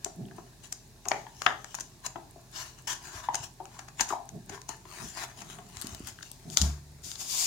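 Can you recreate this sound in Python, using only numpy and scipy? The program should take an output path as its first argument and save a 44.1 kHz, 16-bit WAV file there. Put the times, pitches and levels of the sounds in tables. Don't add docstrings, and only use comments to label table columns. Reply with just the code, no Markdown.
import sys
import numpy as np
from scipy import signal
from scipy.fft import rfft, irfft, next_fast_len
from scipy.io import wavfile
from scipy.ndimage import uniform_filter1d, map_coordinates

SR = 44100
rng = np.random.default_rng(int(sys.argv[2]) if len(sys.argv) > 2 else 0)


def dump(signal):
    limited = np.clip(np.atleast_2d(signal).T, -1, 1)
    pcm = np.round(limited * 32767).astype(np.int16)
    wavfile.write(sys.argv[1], SR, pcm)


N = 328986

# t/s, sizzle level/dB, body level/dB relative to sizzle, fall time/s
PAGE_SNAPS = [(.047, -30, -26, 0.0011), (.726, -32, -20, 0.0024), (1.056, -48.5, 3.5, 0.0021),
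              (1.086, -27, -17, 0.0012), (1.117, -44, 20, 0.00096), (1.42, -37.5, 3.5, 0.0014),
              (1.4642, -43, 23, 0.00087), (1.6453, -45.5, 2, 0.0011), (1.745, -44, 3, 0.0012),
              (1.751, -33, -18, 0.0026), (1.788, -54, 11.5, 0.0023), (1.8006, -43.5, -10, 0.0016),
              (1.8084, -34.5, -21, .003), (2.0645, -31.5, -10, .003), (2.932, -39, -16, .004),
              (3.346, -32, -2.5, 0.0027), (3.3547, -29, -12.5, 0.0021), (3.6554, -52, -0.5, .001),
              (3.793, -44.5, 2, 0.0037), (3.8853, -51.5, 4.5, 0.0046), (4.01, -22, -8, .0035),
              (4.0906, -37, -13, 0.0037), (4.2915, -44.5, -21, .0008), (4.4972, -42.5, -1, 0.0038),
              (4.6173, -48.5, -11, 0.00092), (4.692, -35.5, -10.5, 0.0052), (5.2375, -41, 1, .005),
              (5.4196, -47, 1.5, 0.004)]
# t/s, sizzle level/dB, body level/dB and air level/dB relative to sizzle, fall time/s
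COVER_TAPS = [(5.7705, -46, -3.5, -4.5, 0.0012), (5.815, -44, -30, 6, 0.00054),
              (5.8218, -45.5, -6, 6, 0.0012), (5.8706, -45, -17, 3.5, 0.00084),
              (5.9482, -47.5, -7, 0.5, .0009), (6.0725, -50.5, -7.5, 8, .0008),
              (6.2288, -44, -15, -12.5, .0025), (6.3162, -53.5, -9, 11, 0.0009),
              (6.5013, -48, -25, -3, .0007), (6.5723, -19.5, -26, -13.5, 0.00069),
              (6.6162, -26.5, -36, -12, 0.0014), (6.6216, -33, -22, -4, .0012),
              (7.1165, -41.5, -15, -9, .0009), (7.1565, -44.5, -11, -11.5, .0025)]
# f/Hz, relative level/dB (per Hz)
SIZZLE_COLOUR = [(4000, -21), (5500, -10), (6400, -2), (7200, -1.5), (7900, -26), (10000, -38)]
BODY_COLOUR = [(100, -27.5), (350, -15.5), (500, -20.5), (750, 1.5), (1100, -2.5), (1650, -3.5),
               (2050, -10.5), (2700, -7.5), (4000, -49.5)]
RASP_COLOUR = [(2200, -35), (2950, 2), (3600, 2), (4200, 4), (4900, 7), (5600, 2), (7000, -36.5)]
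AIR_COLOUR = [(6500, -30.5), (8400, -3), (10000, -13), (12000, -14), (16000, -22)]
PAGE_RASP_DB, RASP_PER_BODY = -6.5, 0.7
PAGE_AIR_DB, PAGE_LEAN_DB = -9, 9.5
COVER_RASP_DB, COVER_LEAN_DB = -1, 11.5
RISE_SHARE = 0.66

# t/s, wave peak level/dB, pitch f/Hz,
# crack level/dB and flap level/dB relative to the wave
POPS = [(.061, -40, 902, -8, 10), (.2548, -46, 3180, -10, -20), (0.286, -47.5, 2800, -4, -20),
        (.3127, -41, 1630, -10, -2), (.383, -44.5, 940, -9, 11), (1.062, -35.5, 1100, -13, 4.5),
        (1.076, -37, 750, -20.5, 1), (1.1122, -27.5, 980, -12, -5), (1.1173, -21.5, 810, -5, -6.5),
        (1.268, -36, 900, -9, -23), (1.4655, -12.5, 1250, -1.5, -22.5), (1.4661, -11, 1660, -1, -26),
        (1.468, -21, 760, -12, -7.5), (2.159, -34, 860, -6.5, 6), (2.362, -44.5, 698, -39, -1),
        (3.2885, -15.5, 908, -18.5, -21.5), (3.604, -30, 803, -25, -6), (3.997, -32, 950, 6, 0.5),
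        (4.1067, -24.5, 1200, -26, -3), (4.1266, -22.5, 980, -21, -3.5),
        (4.136, -21, 777, -28, -11.5), (4.52, -42, 402, -11, -7), (4.578, -39, 1012, -8, -21),
        (4.693, -33, 932, -18, -5), (4.855, -42.5, 1010, -9, 0), (5.5876, -46.5, 762, 1.5, 9),
        (6.189, -42, 1600, -2, -9), (6.21, -43, 1480, -5, -20.5), (6.231, -41, 1670, -10, -8),
        (6.5725, -24.5, 1360, -13, -34)]
# f/Hz, relative level/dB (per Hz)
CRACK_COLOUR = [(250, -51), (700, -13), (1200, 2.5), (1850, 9.5), (2400, -2), (3300, 2.5), (4400, -13.5),
                (6800, -14), (8000, -37), (16000, -45)]
FLAP_COLOUR = [(120, -20.5), (250, -11.5), (390, 6), (500, -15), (680, 3.5), (1000, -4), (1400, -14.5),
               (2500, -43)]
POP_CYCLES, POP_LEAN_DB = 2.2, 9.5
POP_ROOM_DB, POP_ROOM_DB_PER_OCTAVE, POP_MIDDLE_HZ = -6, -5.5, 1000

# t/s at full speed, hold/s, hiss level/dB before the trim in sliding(),
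# hollow body level/dB relative to that hiss, attack/s, release/s
SLIDING_STROKES = [(0.049, .01, -49.5, -5, 0.0205, 0.031), (0.363, .01, -55.5, -3, 0.016, 0.045),
                   (0.64, 0.0051, -44, -11.5, 0.0075, .022), (0.702, 0.03, -58, -13.5, .03, 0.062),
                   (1.087, 0.026, -45.5, -10.5, 0.021, .14), (1.442, 0.016, -45, -8.5, 0.058, .1),
                   (1.685, 0.15, -50.5, -16.5, 0.047, .05), (2.054, 0.013, -35, -5, 0.0096, 0.0068),
                   (2.555, 0.066, -37, -7.5, 0.018, .055), (2.787, .008, -52.5, -4, 0.014, .02),
                   (2.873, 0.051, -28.5, -7.5, 0.00089, 0.027), (3.051, 0.011, -41, -5.5, 0.028, 0.068),
                   (3.148, 0.058, -41.5, -3.5, 0.043, .012), (3.24, 0.0086, -42.5, 0, 0.013, 0.026),
                   (3.352, .01, -41, -6.5, .018, .03), (3.439, 0.0047, -36, -11.5, .022, .02),
                   (3.73, 0.085, -52.5, -2, .03, .025), (4.004, 0.0041, -28, -6.5, 0.0096, 0.024),
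                   (4.1, 0.0053, -35.5, -2.5, 0.016, 0.031), (4.531, 0.024, -43.5, -1, .022, .02),
                   (4.702, .004, -43, -2, .005, 0.038), (4.935, 0.069, -43.5, -4, 0.04, 0.028),
                   (5.042, .06, -43.5, -11.5, .025, 0.054), (5.178, 0.064, -38.5, -4, 0.0164, 0.013),
                   (5.304, .01, -51.5, 0, 0.03, 0.023), (5.376, 0.039, -47, -5, .01, 0.028),
                   (5.505, .025, -45.5, -5, 0.045, 0.052), (5.791, 0.12, -45.5, -8.5, 0.078, 0.12),
                   (6.071, 0.018, -40, -8.5, 0.016, .024), (6.243, 0.011, -50, -20, 0.061, 0.13),
                   (6.537, 0.0075, -39.5, -14, .028, 0.013), (6.572, .003, -25, -11.5, 0.0036, 0.015),
                   (6.604, .055, -37.5, -9, .008, 0.048), (7.04, 0.07, -39.5, -21.5, 0.005, .05),
                   (7.204, 0.009, -33.5, -17, .015, 0.043), (7.305, 0.046, -30.5, -22, 0.029, .04),
                   (7.391, 0.08, -25.5, -23.5, 0.056, .05)]
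# f/Hz, relative level/dB (per Hz)
PAGE_COLOUR = [(1500, -35), (2200, -14), (2900, -8), (3500, -8.5), (4100, -7.5), (5200, -6), (6200, -3.5),
               (7250, -1.5), (8000, -10), (9400, -11), (12500, -18.5), (16000, -16.5)]
COVER_COLOUR = [(1180, -34), (2000, -19.5), (2760, -14), (3260, -11.5), (3550, -8), (4080, -11.5),
                (4690, -3.5), (5930, -4.5), (7060, 0.5), (7910, -9), (8780, -8), (12300, -17.5),
                (14800, -11), (16000, -31.5)]
SHEET_COLOUR = [(150, -22.5), (370, -4.5), (500, -26), (650, 0), (820, -1.5), (1030, 1), (1270, -4),
                (1780, -4), (2020, -6.5), (2600, -10), (3500, -34.5)]
# f/Hz, width/Hz, level/dB
CURL_RESONANCES = [(1035, 210, -1.5), (1445, 120, -9.5), (1703, 230, 3.5), (2906, 120, 2.5),
                   (3996, 180, -5.5), (6150, 840, -6)]
GRIP_DB, GRIP_BODY_DB = -65, -68.5

# f/Hz, level/dB, time to fall by 60 dB/s, level change/dB under the book's weight
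TABLE_RINGING = [(71.7, -17.5, 0.59, -24), (97.5, -24, 0.19, -14), (145.6, -33, 0.77, 6),
                 (176, -28, 0.19, -5.5), (221, -35, 0.24, 1), (73.3, -41, 1.56, 2.5)]
# t/s, peak level/dB, pitch f/Hz, swell/s
SOFT_KNOCKS = [(3.154, -39, 89, 0.0057), (3.404, -39, 109, 0.0072), (4.011, -39.5, 218, 0.0037),
               (4.502, -29.5, 186, 0.00094), (4.695, -38, 334, 0.0014), (5.053, -46, 69, 0.013),
               (5.774, -44.5, 84.6, 0.018), (5.846, -30.5, 210, 0.0019), (5.924, -38, 82, 0.0077),
               (6.0057, -30.5, 216, 0.0018), (6.04, -40, 69.6, 0.0072), (6.473, -39, 157, 0.017),
               (6.525, -39, 155, 0.006), (6.617, -25.5, 191, 0.0051), (7.067, -43, 202, 0.002)]
# t/s, peak level/dB, rise/s, fall/s
AIR_WAFTS = [(.205, -41, .035, 0.091), (.33, -50.5, 0.094, 0.1), (4.351, -42, 0.029, 0.058),
             (4.518, -52, 0.081, 0.02), (5.041, -44.5, .04, 0.039), (5.43, -54, 0.076, 0.33),
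             (5.93, -50, 0.054, .05), (6.475, -43.5, 0.021, 0.059), (6.54, -51.5, 0.054, 0.033),
             (6.635, -43.5, 0.018, 0.085)]
# f/Hz, relative level/dB (per Hz)
WAFT_COLOUR = [(50, -34), (110, 1), (190, 4.5), (300, -8.5), (400, -3), (500, -24), (680, -9.5),
               (1000, -34), (3000, -48)]
# f/Hz, relative level/dB (per Hz)
QUIET_COLOUR = [(15, -22.5), (25, -12.5), (137, -3), (270, -16.5), (301, -16), (384, -11.5), (516, -19.5),
                (863, -20), (1440, -38.5), (1840, -34), (2610, -26.5), (3080, -33), (3820, -24.5),
                (6560, -26.5), (16000, -35)]
# f/Hz, level/dB
HUM_TONES = [(43.1, -62.5), (123.8, -62.5), (247.6, -72)]

# f/Hz, correlation (1 means identical)
SIDE_LIKENESS = [(30, 1), (80, 0.91), (700, 0.75), (2000, 0.078), (6000, 0.21), (14000, 0.26)]
# f/Hz, time to fall by 60 dB/s
ROOM_DECAY = [(100, 0.39), (500, 0.43), (1400, 0.28), (4000, 0.33), (8000, 0.264), (16000, 0.087)]
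# f/Hz, left minus right level/dB
PORT_DIFFERENCE = [(100, 1), (280, -2.5), (600, -3), (1100, -2.5), (2200, 1.5), (4500, -1.5), (8000, -3),
                   (13000, -4)]
TOP_HZ = 16200


def snaps(room_db=-10, body_room_db=-6):
    out, size = np.zeros((2, N)), SR // 16
    t = (np.arange(size) - size // 2) / SR
    span = SR // 100
    for s, db, body_db, rasp_db, air_db, rise, fall, lean_db in edges():
        swell = np.exp(-np.abs(t) / np.where(t < 0, rise, fall))

        def burst(colour):
            return unit(swell * noise(colour, size)) * np.sqrt(span / size) * amp(db)

        edge = burst(SIZZLE_COLOUR)
        edge = edge + amp(rasp_db) * burst(RASP_COLOUR)
        edge = edge + amp(air_db) * burst(AIR_COLOUR)
        body = amp(body_db) * burst(BODY_COLOUR)
        echo = room(amp(room_db) * edge + amp(body_room_db) * body)
        add(out, s + t[0], (edge + body) * pan(lean_db))
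        add(out, s + t[0], echo * pan(lean_db / 2))
    return out


def edges():
    events = []
    for s, db, body_db, fall in PAGE_SNAPS:
        rasp_db = PAGE_RASP_DB + RASP_PER_BODY * body_db
        events.append((s, db, body_db, rasp_db, PAGE_AIR_DB, RISE_SHARE * fall, fall, PAGE_LEAN_DB))
    for s, db, body_db, air_db, fall in COVER_TAPS:
        events.append((s, db, body_db, COVER_RASP_DB, air_db, RISE_SHARE * fall, fall, COVER_LEAN_DB))
    return events


def pops(room_lean_db=6, flap_swell=0.0055):
    out, size = np.zeros((2, N)), SR // 20
    for s, db, hz, crack_db, flap_db in POPS:
        swell = POP_CYCLES / hz
        room_db = POP_ROOM_DB + POP_ROOM_DB_PER_OCTAVE * np.log2(hz / POP_MIDDLE_HZ)
        envelope, wave = flex(hz, swell, size)
        flap_envelope = flex(hz, flap_swell, size)[0]
        crack = amp(crack_db) * unit(envelope * noise(CRACK_COLOUR, size))
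        flap = amp(flap_db) * unit(flap_envelope * noise(FLAP_COLOUR, size))
        pop = amp(db) * (wave + np.std(wave) * (crack + flap))
        add(out, s - swell, pop * pan(POP_LEAN_DB))
        add(out, s - swell, amp(room_db) * room(pop) * pan(room_lean_db))
    return out


def flex(hz, swell, size):
    t = np.arange(size) / SR
    envelope = (t / swell * np.exp(1 - t / swell)) ** 2
    return envelope, envelope * np.sin(2 * np.pi * hz * (t - swell))


def sliding(hiss_db=-2.5, flat_db=0.5, grain_db=0.5, cover_grain_db=0.5, room_db=-11):
    t = clock()
    last_sheet, shut = 4.8, 6.5
    hiss, body = strokes(t)
    creases = crinkle(np.where(t > last_sheet, 200, 40), strength=1.4)
    pressure_db = 1.2 * wobble(60)
    slips = unit(amp(grain_db * wobble(900) + pressure_db) * creases)

    def sheet(x):
        return np.where(t < last_sheet, curled(x), amp(flat_db) * x) * pan(9.0)

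    page = bending(sheet(slips * noise(PAGE_COLOUR, N)), patchy_db=4.0)
    hollow = bending(sheet(slips * noise(SHEET_COLOUR, N)), patchy_db=2.5)
    cover_grain = amp(cover_grain_db * wobble(700))
    cover = bending(cover_grain * noise(COVER_COLOUR, N), patchy_db=0.6) * pan(10)
    rub = amp(hiss_db) * hiss * np.where(t < shut, page, cover) + body * hollow
    return rub + amp(room_db) * room(rub)[:, :N]


def strokes(t):
    hiss_power, body_power = amp(GRIP_DB) ** 2, amp(GRIP_BODY_DB) ** 2
    for s, hold, db, body_db, attack, release in SLIDING_STROKES:
        before = np.maximum((s - t) / attack, 0)
        after = np.maximum((t - s - hold) / release, 0)
        power = amp(db) ** 2 * np.exp(-2 * np.minimum(before + after, 20))
        hiss_power = hiss_power + power
        body_power = body_power + amp(body_db) ** 2 * power
    return np.sqrt(hiss_power), np.sqrt(body_power)


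def curled(x):
    size = next_fast_len(N + SR // 8)
    f = np.fft.rfftfreq(size, 1 / SR)
    bands = 0
    for hz, width, db in CURL_RESONANCES:
        bands = bands + amp(db) * 1j * f * width / (hz ** 2 - f ** 2 + 1j * f * width)
    return unit(irfft(rfft(x, size) * (1 + bands), size)[:, :N])


def crinkle(rate, strength, life=0.00088):
    jumps = (rng.random(N) < rate / SR) * rng.uniform(0.3, 1, N)
    return 1 + strength * signal.lfilter([1], [1, -np.exp(-1 / (life * SR))], jumps)


def bending(x, patchy_db):
    z = signal.stft(x, nperseg=512)[2]
    field = rng.standard_normal(z.shape[1:])
    field = uniform_filter1d(field, size=4, axis=0)
    field = uniform_filter1d(field, size=14, axis=1)
    return unit(signal.istft(z * amp(patchy_db * unit(field)), nperseg=512)[1][:, :N])


def thud(s=6.592, cushion=0.021, settle=0.2):
    t = np.maximum(clock() - s, 0)
    press = 1 - np.exp(-(t / cushion) ** 2)
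    weight = 1 - np.exp(-(t / settle) ** 4 / 2)
    ringing = 0
    for hz, db, t60, weight_db in TABLE_RINGING:
        level_db = db - 60 * t / t60 + weight * weight_db
        ringing = ringing + amp(level_db) * np.sin(2 * np.pi * hz * t)
    return press * ringing


def knocks(room_db=-9):
    out = np.zeros((2, N))
    for s, db, hz, swell in SOFT_KNOCKS:
        bump = amp(db) * flex(hz, swell, SR // 8)[1] * pan(0)
        add(out, s - swell, bump)
        add(out, s - swell, amp(room_db) * room(bump))
    return out


def wafts():
    t, power = clock(), 0
    for s, db, rise, fall in AIR_WAFTS:
        swell = np.exp(-((t - s) / np.where(t < s, rise, fall)) ** 2)
        power = power + (amp(db) * swell) ** 2
    return np.sqrt(power) * noise(WAFT_COLOUR, N)


def background(floor_db=-56):
    hum = 0
    for hz, db in HUM_TONES:
        phase = 2 * np.pi * hz * clock() + 0.91 * wobble(5)
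        hum = hum + amp(db) * np.sqrt(2) * np.sin(phase)
    return amp(floor_db) * noise(QUIET_COLOUR, N) + hum


def ticks(db=-48, spread_db=4):
    out, size = np.zeros((2, N)), SR // 600
    times = np.arange(0.0575, N / SR, 0.1024)
    for s, scatter in zip(times, rng.uniform(-3, 1, len(times))):
        add(out, s, amp(db + spread_db * scatter) * np.hanning(size) * noise(AIR_COLOUR, size))
    return out


def room(x, gap=0.0022):
    hz, t, z = signal.stft(rng.standard_normal((2, SR // 2)), SR, nperseg=256)
    decay = amp(-60 * t / along(ROOM_DECAY, hz)[:, None])
    tail = signal.istft(z * decay, SR, nperseg=256)[1]
    size = tail.shape[1]
    tail *= np.clip(np.arange(size) / SR / gap - 1, 0, 1)
    likeness = np.clip(along(SIDE_LIKENESS, np.fft.rfftfreq(size, 1 / SR)), 0, 1) ** 2
    tail = stereo(rfft(tail), likeness, size)
    return signal.fftconvolve(x.mean(0)[None], tail / np.linalg.norm(tail[0]), axes=1)


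def noise(colour, size):
    full = next_fast_len(size)
    hz = np.fft.rfftfreq(full, 1 / SR)
    coloured = rfft(rng.standard_normal((2, full))) * amp(along(colour, hz))
    likeness = np.clip(along(SIDE_LIKENESS, hz), 0, 1)
    return unit(stereo(coloured, likeness, full)[:, :size])


def stereo(spectra, likeness, size):
    turn = np.arccos(likeness) / 2
    mid, side = irfft(spectra * [np.cos(turn), np.sin(turn)], size)
    return np.array([mid + side, mid - side])


def amp(db):
    return 10 ** (np.asarray(db) / 20)


def unit(x):
    return x / np.sqrt(np.mean(x ** 2) + 1e-20)


def along(points, hz):
    f, v = np.transpose(points)
    return np.interp(np.log(hz + 1), np.log(f + 1), v)


def clock():
    return np.arange(N) / SR


def wobble(rate):
    knots = rng.standard_normal(int(N * rate / SR) + 4)
    return map_coordinates(knots, [np.arange(N) * rate / SR], order=1)


def pan(lean_db):
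    gains = amp([[lean_db / 2], [-lean_db / 2]])
    return gains / gains.mean()


def add(track, s, sound):
    start = round(s * SR)
    part = sound[:, max(-start, 0):max(N - start, 0)]
    track[:, max(start, 0):][:, :part.shape[1]] += part


def scene():
    book = snaps() + pops() + sliding() + thud()
    return book + knocks() + wafts() + background() + ticks()


def record(dry, notch_hz=500, notch_width_hz=90, notch_depth=0.81, low_cut_hz=39, lag=0.00002):
    size = next_fast_len(N + SR // 4)
    hz = np.fft.rfftfreq(size, 1 / SR)
    band = 1j * hz * notch_width_hz
    dip = 1 - notch_depth * band / (notch_hz ** 2 - hz ** 2 + band)
    bass_cut = signal.freqs(*signal.butter(4, low_cut_hz, "high", analog=True), hz)[1]
    sides = np.array([[1], [-1]]) / 2
    ports = amp(sides * along(PORT_DIFFERENCE, hz)) * np.exp(-2j * np.pi * hz * lag * sides)
    heard = irfft(rfft(dry, size) * ports * dip * bass_cut, size)
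    rounded = heard / (1 + (heard / 0.85) ** 6) ** (1 / 6)
    return irfft(rfft(rounded) * (hz < TOP_HZ), size)[:, :N]


dry = scene()
out = record(dry)
dump(out)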